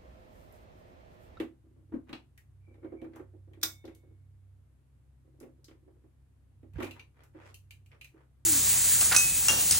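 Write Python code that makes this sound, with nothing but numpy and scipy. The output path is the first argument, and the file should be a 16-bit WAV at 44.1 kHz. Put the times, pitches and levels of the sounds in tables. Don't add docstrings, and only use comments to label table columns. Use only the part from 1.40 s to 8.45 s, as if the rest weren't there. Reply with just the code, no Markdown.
import sys
import numpy as np
from scipy import signal
from scipy.fft import rfft, irfft, next_fast_len
from scipy.io import wavfile
from scipy.ndimage import uniform_filter1d

SR = 44100
rng = np.random.default_rng(int(sys.argv[2]) if len(sys.argv) > 2 else 0)


def master_out(mix):
    frames = np.transpose(np.atleast_2d(mix))
    ceiling = np.clip(frames, -1, 1)
    pcm = np.round(ceiling * 32767).astype(np.int16)
    wavfile.write(sys.argv[1], SR, pcm)


N = 310905
TIME = np.arange(N) / SR

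# start in seconds, then relative levels in dB of the thud,
# the woody clack and the plastic rattle.
KNOCKS = [(0.0004, -25, -39.5, -35.5), (0.52, -36, -51.5, -71), (0.536, -27, -47, -74),
          (0.693, -40, -49.5, -49.5), (0.727, -35.5, -40, -54), (1.342, -54, -63, -64.5),
          (1.426, -43, -56.5, -78), (1.444, -33.5, -52.5, -64), (1.52, -34, -54.5, -76),
          (1.616, -33, -58, -54.5), (1.643, -37, -52.5, -60), (1.759, -42.5, -47, -57),
          (1.794, -38, -49, -66), (1.935, -48, -72.5, -88), (2.134, -54, -63, -57),
          (2.235, -40.5, -41.5, -63), (2.441, -37, -56.5, -63), (2.478, -41, -53.5, -52.5),
          (4.008, -43, -57.5, -63.5), (4.028, -39.5, -58, -56.5), (4.282, -53, -59.5, -58.5),
          (4.31, -52.5, -63, -60.5), (4.476, -50, -66, -82), (4.638, -54, -71.5, -85),
          (5.23, -46, -65.5, -71), (5.383, -31, -46, -53), (5.403, -31, -34, -39),
          (5.424, -27.5, -37.5, -37.5), (5.467, -44.5, -46.5, -43.5), (5.945, -42.5, -57, -75),
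          (6.739, -52, -70, -85)]
# ratio to the body pitch, relative strength in dB per Hz.
CLICK_COLOUR = [(.2, -18.5), (.55, -13.5), (.82, 3.5), (1.0, 1), (1.15, -4), (1.45, -6), (2.0, -20.5),
                (4.0, -35)]
# frequency in Hz, relative strength in dB per Hz.
SNAP_COLOUR = [(2500, -17), (4500, -3.5), (7000, 2), (9000, -1), (12000, 3), (15500, -6)]


def from_db(db):
    return 10 ** (np.asarray(db) / 20)


def at_hz(points, hz):
    table_hz, values = np.transpose(points)
    return np.interp(np.log(np.maximum(hz, 1)), np.log(table_hz), values)


def scaled(rows, hz):
    return [(ratio * hz, *rest) for ratio, *rest in rows]


def panned(db):
    return from_db(np.array([[db], [-db]]) / 2)


def add(out, s, sound):
    start = max(round(s * SR), 0)
    out[:, start:start + sound.shape[1]] += sound[:, :N - start]


def noise(colour, size=N, above_hz=0):
    # frequency in Hz, left-right likeness from 0 (unrelated) to 1 (the same).
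    likeness = [(60, .9), (300, 0.47), (700, 0.28), (1500, 0.067), (4000, 0)]
    length = next_fast_len(size)
    hz = np.arange(length // 2 + 1) * SR / length
    mid, side = rfft(rng.standard_normal((2, length)))
    alike = at_hz(likeness, hz)
    gain = from_db(at_hz(colour, hz))
    gain = gain / np.sqrt(2 * np.mean(gain ** 2 * (hz >= above_hz)))
    shared = np.sqrt(1 + alike) * mid
    opposed = np.sqrt(1 - alike) * side * [[1], [-1]]
    return irfft(gain * (shared + opposed), length)[:, :size]


def crack(colour, t60, rise=.0001):
    t = TIME[:SR // 4]
    fade = from_db(-60 * t / t60)
    return noise(colour, size=len(t)) * fade * (1 - np.exp(-t / rise))


def ring(modes, scatter_db, rise=.0001):
    hz, db, t60 = np.transpose(modes)[:, :, None]
    t = TIME[:int(t60.max() * SR)]
    strength = from_db(db + scatter_db * rng.standard_normal(hz.shape) - 60 * t / t60)
    apart = np.minimum(hz / 1800, np.pi / 4) * rng.choice([-1, 1], hz.shape)
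    phase = np.array([apart, -apart]) + np.pi / 2 * np.arange(len(hz))[:, None]
    tones = strength * np.sin(2 * np.pi * hz * t - phase)
    return np.sum(tones, axis=1) * (1 - np.exp(-t / rise))


def room(x, wet_db):
    # frequency in Hz, time in seconds for the reflections to fall by 60 dB.
    room_t60 = [(200, 0.36), (1000, 0.21), (4000, 0.1857), (9000, 0.24), (15000, 0.2)]
    t, tail = TIME[:SR // 2], 0
    edges = np.geomspace(100, 17000, 11)
    for low, high in zip(edges, edges[1:]):
        band_filter = signal.butter(2, [low, high], "band", fs=SR, output="sos")
        band = signal.sosfilt(band_filter, noise([(1, 0)], size=len(t)))
        t60 = at_hz(room_t60, np.sqrt(low * high))
        tail = tail + band * from_db(-60 * t / t60)
    tail = tail * (t > .002)
    tail = tail / np.sqrt(np.sum(tail ** 2) / 2)
    return x + from_db(wet_db) * signal.fftconvolve(x, tail, axes=1)[:, :N]


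def hum():
    # frequency in Hz, level in dB before panning.
    fan_lines = [(66.1, -65), (132.2, -69)]
    # time in seconds, relative level in dB.
    hum_levels = [(0.0, -58), (0.16, -75), (0.55, -55), (0.76, -72.5), (1.25, -55), (1.65, -64),
                  (1.98, -52), (2.63, -61.5), (2.77, -54.5), (3.16, -56.5), (3.4, -69.5), (5.01, -68),
                  (5.44, -48), (5.75, -70.5), (6.09, -57), (6.48, -58.5), (6.81, -80), (7.05, -69)]
    # frequency in Hz, relative strength in dB per Hz.
    air_colour = [(20, -42.5), (48, -21), (65, -12.5), (80, -20), (135, -14.5), (165, -29), (270, -27),
                  (420, -36.5), (620, -41), (1900, -48), (5500, -58), (9500, -53.5), (12500, -56.5),
                  (15000, -70.5)]
    hum_hz, hum_db, air_db = 96, -1, -78.5
    fan = np.zeros(N)
    for hz, db in fan_lines:
        fan += np.sqrt(2) * from_db(db) * np.sin(2 * np.pi * (hz * TIME + rng.random()))
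    level = from_db(hum_db + np.interp(TIME, *np.transpose(hum_levels)))
    swell = np.sqrt(2) * level * np.sin(2 * np.pi * hum_hz * TIME)
    air = from_db(air_db) * noise(air_colour, above_hz=297)
    return panned(2.0) * fan + panned(-3.5) * swell + air


def squeak():
    # time in seconds, pitch in Hz, relative level in dB.
    squeak_path = [(1.2, 2230, -105), (1.222, 2310, -83), (1.282, 2312, -77.5), (1.41, 2230, -95),
                   (1.448, 2163, -72.5), (1.536, 2170, -94), (1.584, 2290, -72), (1.664, 2260, -84),
                   (1.7, 2145, -92)]
    squeak_db = 1.5
    s, hz, db = np.transpose(squeak_path)
    slow = signal.butter(2, 70, fs=SR, output="sos")
    waver = signal.sosfilt(slow, rng.standard_normal((2, N)))
    tone = np.sin(2 * np.pi * np.cumsum(np.interp(TIME, s, hz)) / SR)
    level = np.interp(TIME, s, from_db(db + squeak_db), left=0, right=0)
    return room(level * tone * waver / waver.std(), wet_db=1.0)


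def rubbing():
    # start in seconds, length in seconds, relative level in dB, treble limit in Hz.
    scrapes = [(0.666, 0.041, -63.5, 3000), (1.715, 0.063, -62, 2820), (5.326, 0.15, -55.5, 2700),
               (5.516, 0.12, -61, 2470), (5.734, 0.16, -65, 2460), (5.927, 0.18, -59.5, 2090),
               (6.014, .11, -58, 6000), (6.502, .07, -64, 2420), (6.721, 0.15, -68, 1570)]
    # frequency in Hz, relative strength in dB per Hz.
    scrape_colour = [(150, -37), (350, 4.5), (700, -3), (1000, -0.5), (1900, -0.5), (4000, -12),
                     (15000, -10)]
    slips_per_s = 1500
    out = np.zeros((2, N))
    for start, length, db, top_hz in scrapes:
        t = TIME[:int(length * SR)]
        speed = np.interp(t / length, [0, 0.5, 1], [0, 1, 0])
        slips = rng.exponential(1, len(t)) * (rng.random(len(t)) < slips_per_s / SR)
        grain = uniform_filter1d(slips, size=120)
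        dull = signal.butter(2, top_hz, fs=SR, output="sos")
        hiss = signal.sosfilt(dull, noise(scrape_colour, size=len(t))) * grain
        add(out, start, from_db(db) * speed * hiss / hiss.std())
    return room(out, wet_db=-1.5)


def lifted_switch():
    # start in seconds, relative levels in dB of ring and bright snap, main ring pitch in Hz.
    ticks = [(5.335, -63, -71.5, 2630), (5.4287, -38.5, -48, 2490), (5.444, -41, -53, 2530),
             (5.51, -42, -55, 2666), (5.5953, -43.5, -64.5, 2460), (5.836, -66, -63.5, 2626),
             (6.143, -50, -51.5, 2780), (6.308, -44.5, -54, 2540), (6.461, -61, -67.5, 2600),
             (6.516, -54, -84, 2260), (6.6118, -42.5, -56.5, 2556), (6.6449, -45.5, -56, 2506)]
    # ratio to the main ring, relative level in dB, seconds to fall by 60 dB.
    switch_modes = [(0.929, -4, 0.048), (0.974, -5, 0.055), (1.002, -2, 0.031), (1.051, -10, 0.019),
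                    (1.11, -7.5, 0.051), (1.209, -13, 0.045), (1.52, -13, 0.052), (2.47, -16.5, 0.052),
                    (3.03, -33, 0.051), (4.35, -22, 0.044)]
    metal = np.zeros((2, N))
    for s, ring_db, snap_db, main_hz in ticks:
        body_colour = scaled(CLICK_COLOUR, 1.13 * main_hz)
        add(metal, s, from_db(ring_db - 5.5) * ring(scaled(switch_modes, main_hz), scatter_db=2.0))
        add(metal, s, from_db(ring_db - 6.5) * crack(body_colour, t60=0.046))
        add(metal, s, from_db(snap_db + 3.0) * crack(SNAP_COLOUR, t60=0.026))
    return room(metal, wet_db=-1)


def relay():
    # start in seconds, relative level in dB.
    impacts = [(2.2144, -50), (2.2277, -42.5), (2.2301, -26), (2.2318, -19.5), (2.2338, -27)]
    # frequency in Hz, relative strength in dB per Hz.
    relay_colour = [(350, -62), (600, -21), (869, -15.5), (1260, -14), (1390, -5.5), (1800, -14),
                    (2210, -7.5), (3250, -16.5), (3530, 2.5), (4280, -8.5), (5710, -5), (6460, -9),
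                    (10700, -16), (11700, -6), (16000, -11.5)]
    # frequency in Hz, relative level in dB, seconds to fall by 60 dB.
    relay_modes = [(1397, -14, .16), (1517, -21.5, .15), (2270, -19.5, 0.24), (3490, -20, 0.2),
                   (3730, -14.5, 0.1), (3662, -24, 0.33), (3845, -21.5, 0.12), (5515, -34.5, 0.36),
                   (5744, -20, 0.088), (5870, -20, 0.18), (6400, -21, .14), (9300, -25.5, 0.17)]
    spring_modes = [(2212, -59, 1.25), (3613, -58, .8)]
    snap, ringing = np.zeros((2, 2, N))
    for s, db in impacts:
        add(snap, s, from_db(db) * crack(relay_colour, t60=.035))
    home_s, home_db = impacts[-1]
    add(ringing, home_s, from_db(home_db) * ring(relay_modes, scatter_db=3.0))
    add(ringing, home_s, ring(spring_modes, scatter_db=2.5))
    return panned(-1.3) * room(snap, wet_db=-3.0) + panned(-2.5) * ringing


def buttons():
    # start in seconds, relative levels in dB of the body
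    # and the bright snap, body pitch in Hz.
    clicks = [(0.7295, -35.5, -63, 2930), (0.9765, -52.5, -58, 2310), (1.759, -64, -59, 2640),
              (2.4523, -52, -63, 4100), (2.549, -65, -59.5, 3700), (4.0014, -64.5, -55, 2167),
              (4.244, -51, -59.5, 5440), (4.283, -59, -70, 3520)]
    rattle_hz, rattle_snap_db = 2500, -17
    plastic = np.zeros((2, N))
    rattles = [(s, db, db + rattle_snap_db, rattle_hz) for s, _, _, db in KNOCKS]
    for s, body_db, snap_db, body_hz in [*clicks, *rattles]:
        add(plastic, s, from_db(body_db - 5.0) * crack(scaled(CLICK_COLOUR, body_hz), t60=0.051))
        add(plastic, s, from_db(snap_db + 1.5) * crack(SNAP_COLOUR, t60=0.026))
    return room(plastic, wet_db=-1.0)


def bumps():
    # start in seconds, end in seconds, relative level in dB.
    grips = [(0.222, 0.5, -58.5), (1.275, 1.75, -50.5), (2.083, 2.22, -51), (2.53, 2.7, -57),
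             (3.849, 4.0, -60.5), (4.047, 4.09, -47.5), (4.202, 4.6, -61)]
    settle_s, settle_db = 0.027, -12
    nudges_per_s, nudge_spread_db, nudge_clack_db = 24, 1.5, -19.5
    blows = []
    for s, thud_db, clack_db, _ in KNOCKS:
        settled = s + settle_s * rng.uniform(.7, 1.3)
        blows.append((s, thud_db, clack_db))
        blows.append((settled, thud_db + settle_db, clack_db + settle_db))
    for start, end, grip_db in grips:
        for s in np.arange(start, end, 1 / nudges_per_s):
            db = grip_db + nudge_spread_db * rng.standard_normal()
            nudge_s = s + rng.uniform(-.5, 0.54) / nudges_per_s
            blows.append((nudge_s, db, db + nudge_clack_db))
    return blows


def bench():
    # frequency in Hz, relative level in dB, seconds to fall by 60 dB.
    bench_modes = [(251.4, -8.5, 0.25), (307, -5, 0.13), (325.35, 1.5, 0.25), (358.6, -5, 0.19),
                   (452, -8, 0.11), (533.4, -4.5, 0.18)]
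    frame_modes = [(59, -3.5, 0.25), (79.8, 4, 0.18), (138.5, 10.5, 0.06)]
    # start in seconds, relative level in dB.
    jolt_times = [(5.34, -47), (5.358, -35.5)]
    # frequency in Hz, relative strength in dB per Hz.
    clack_colour = [(200, -12), (600, 2), (1100, 2), (1800, -3.5), (2500, -15), (4000, -30), (8000, -48.5)]
    # ratio to the thud's pitch, relative strength in dB per Hz.
    shudder_colour = [(.45, -17), (.65, -15), (.82, -2.5), (1.05, 2.5), (1.35, -7.5), (1.8, -14),
                      (2.3, -20), (3.6, -37.5), (7.0, -63)]
    # time in seconds, left-right difference in dB, thud centre in Hz.
    hand_place = [(0.0, -1, 317), (0.53, 1, 270), (0.751, 0.5, 264), (1.399, -2.5, 346), (5.4, -4, 339.2),
                  (6.998, -1.5, 330.6)]
    thuds, clacks, jolts = np.zeros((3, 2, N))
    place_s, place_pan_db, place_hz = np.transpose(hand_place)
    for s, thud_db, clack_db in bumps():
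        pan = panned(np.interp(s, place_s, place_pan_db))
        centre_hz = np.interp(s, place_s, place_hz)
        modes = [(hz, db - 20 * np.log10(1 + (hz / centre_hz / 1.7) ** 5), t60)
                 for hz, db, t60 in bench_modes]
        shudder = crack(scaled(shudder_colour, centre_hz), t60=0.15, rise=0.0059)
        add(thuds, s, from_db(thud_db - 8.5) * pan * ring(modes, scatter_db=0.95, rise=0.0029))
        add(thuds, s, from_db(thud_db - 4.0) * pan * shudder)
        add(clacks, s, from_db(clack_db - 1.0) * crack(clack_colour, t60=0.091, rise=0.00429))
    for s, db in jolt_times:
        add(jolts, s, from_db(db) * panned(-8) * ring(frame_modes, scatter_db=1, rise=.012))
    return room(thuds, wet_db=-13.5) + room(clacks, wet_db=-4) + jolts


def scene():
    return hum() + squeak() + rubbing() + lifted_switch() + relay() + buttons() + bench()


def record(dry):
    cutoff_hz = 15900
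    return signal.sosfilt(signal.ellip(10, .1, 70, cutoff_hz, fs=SR, output="sos"), dry)


dry = scene()
out = record(dry)
master_out(out)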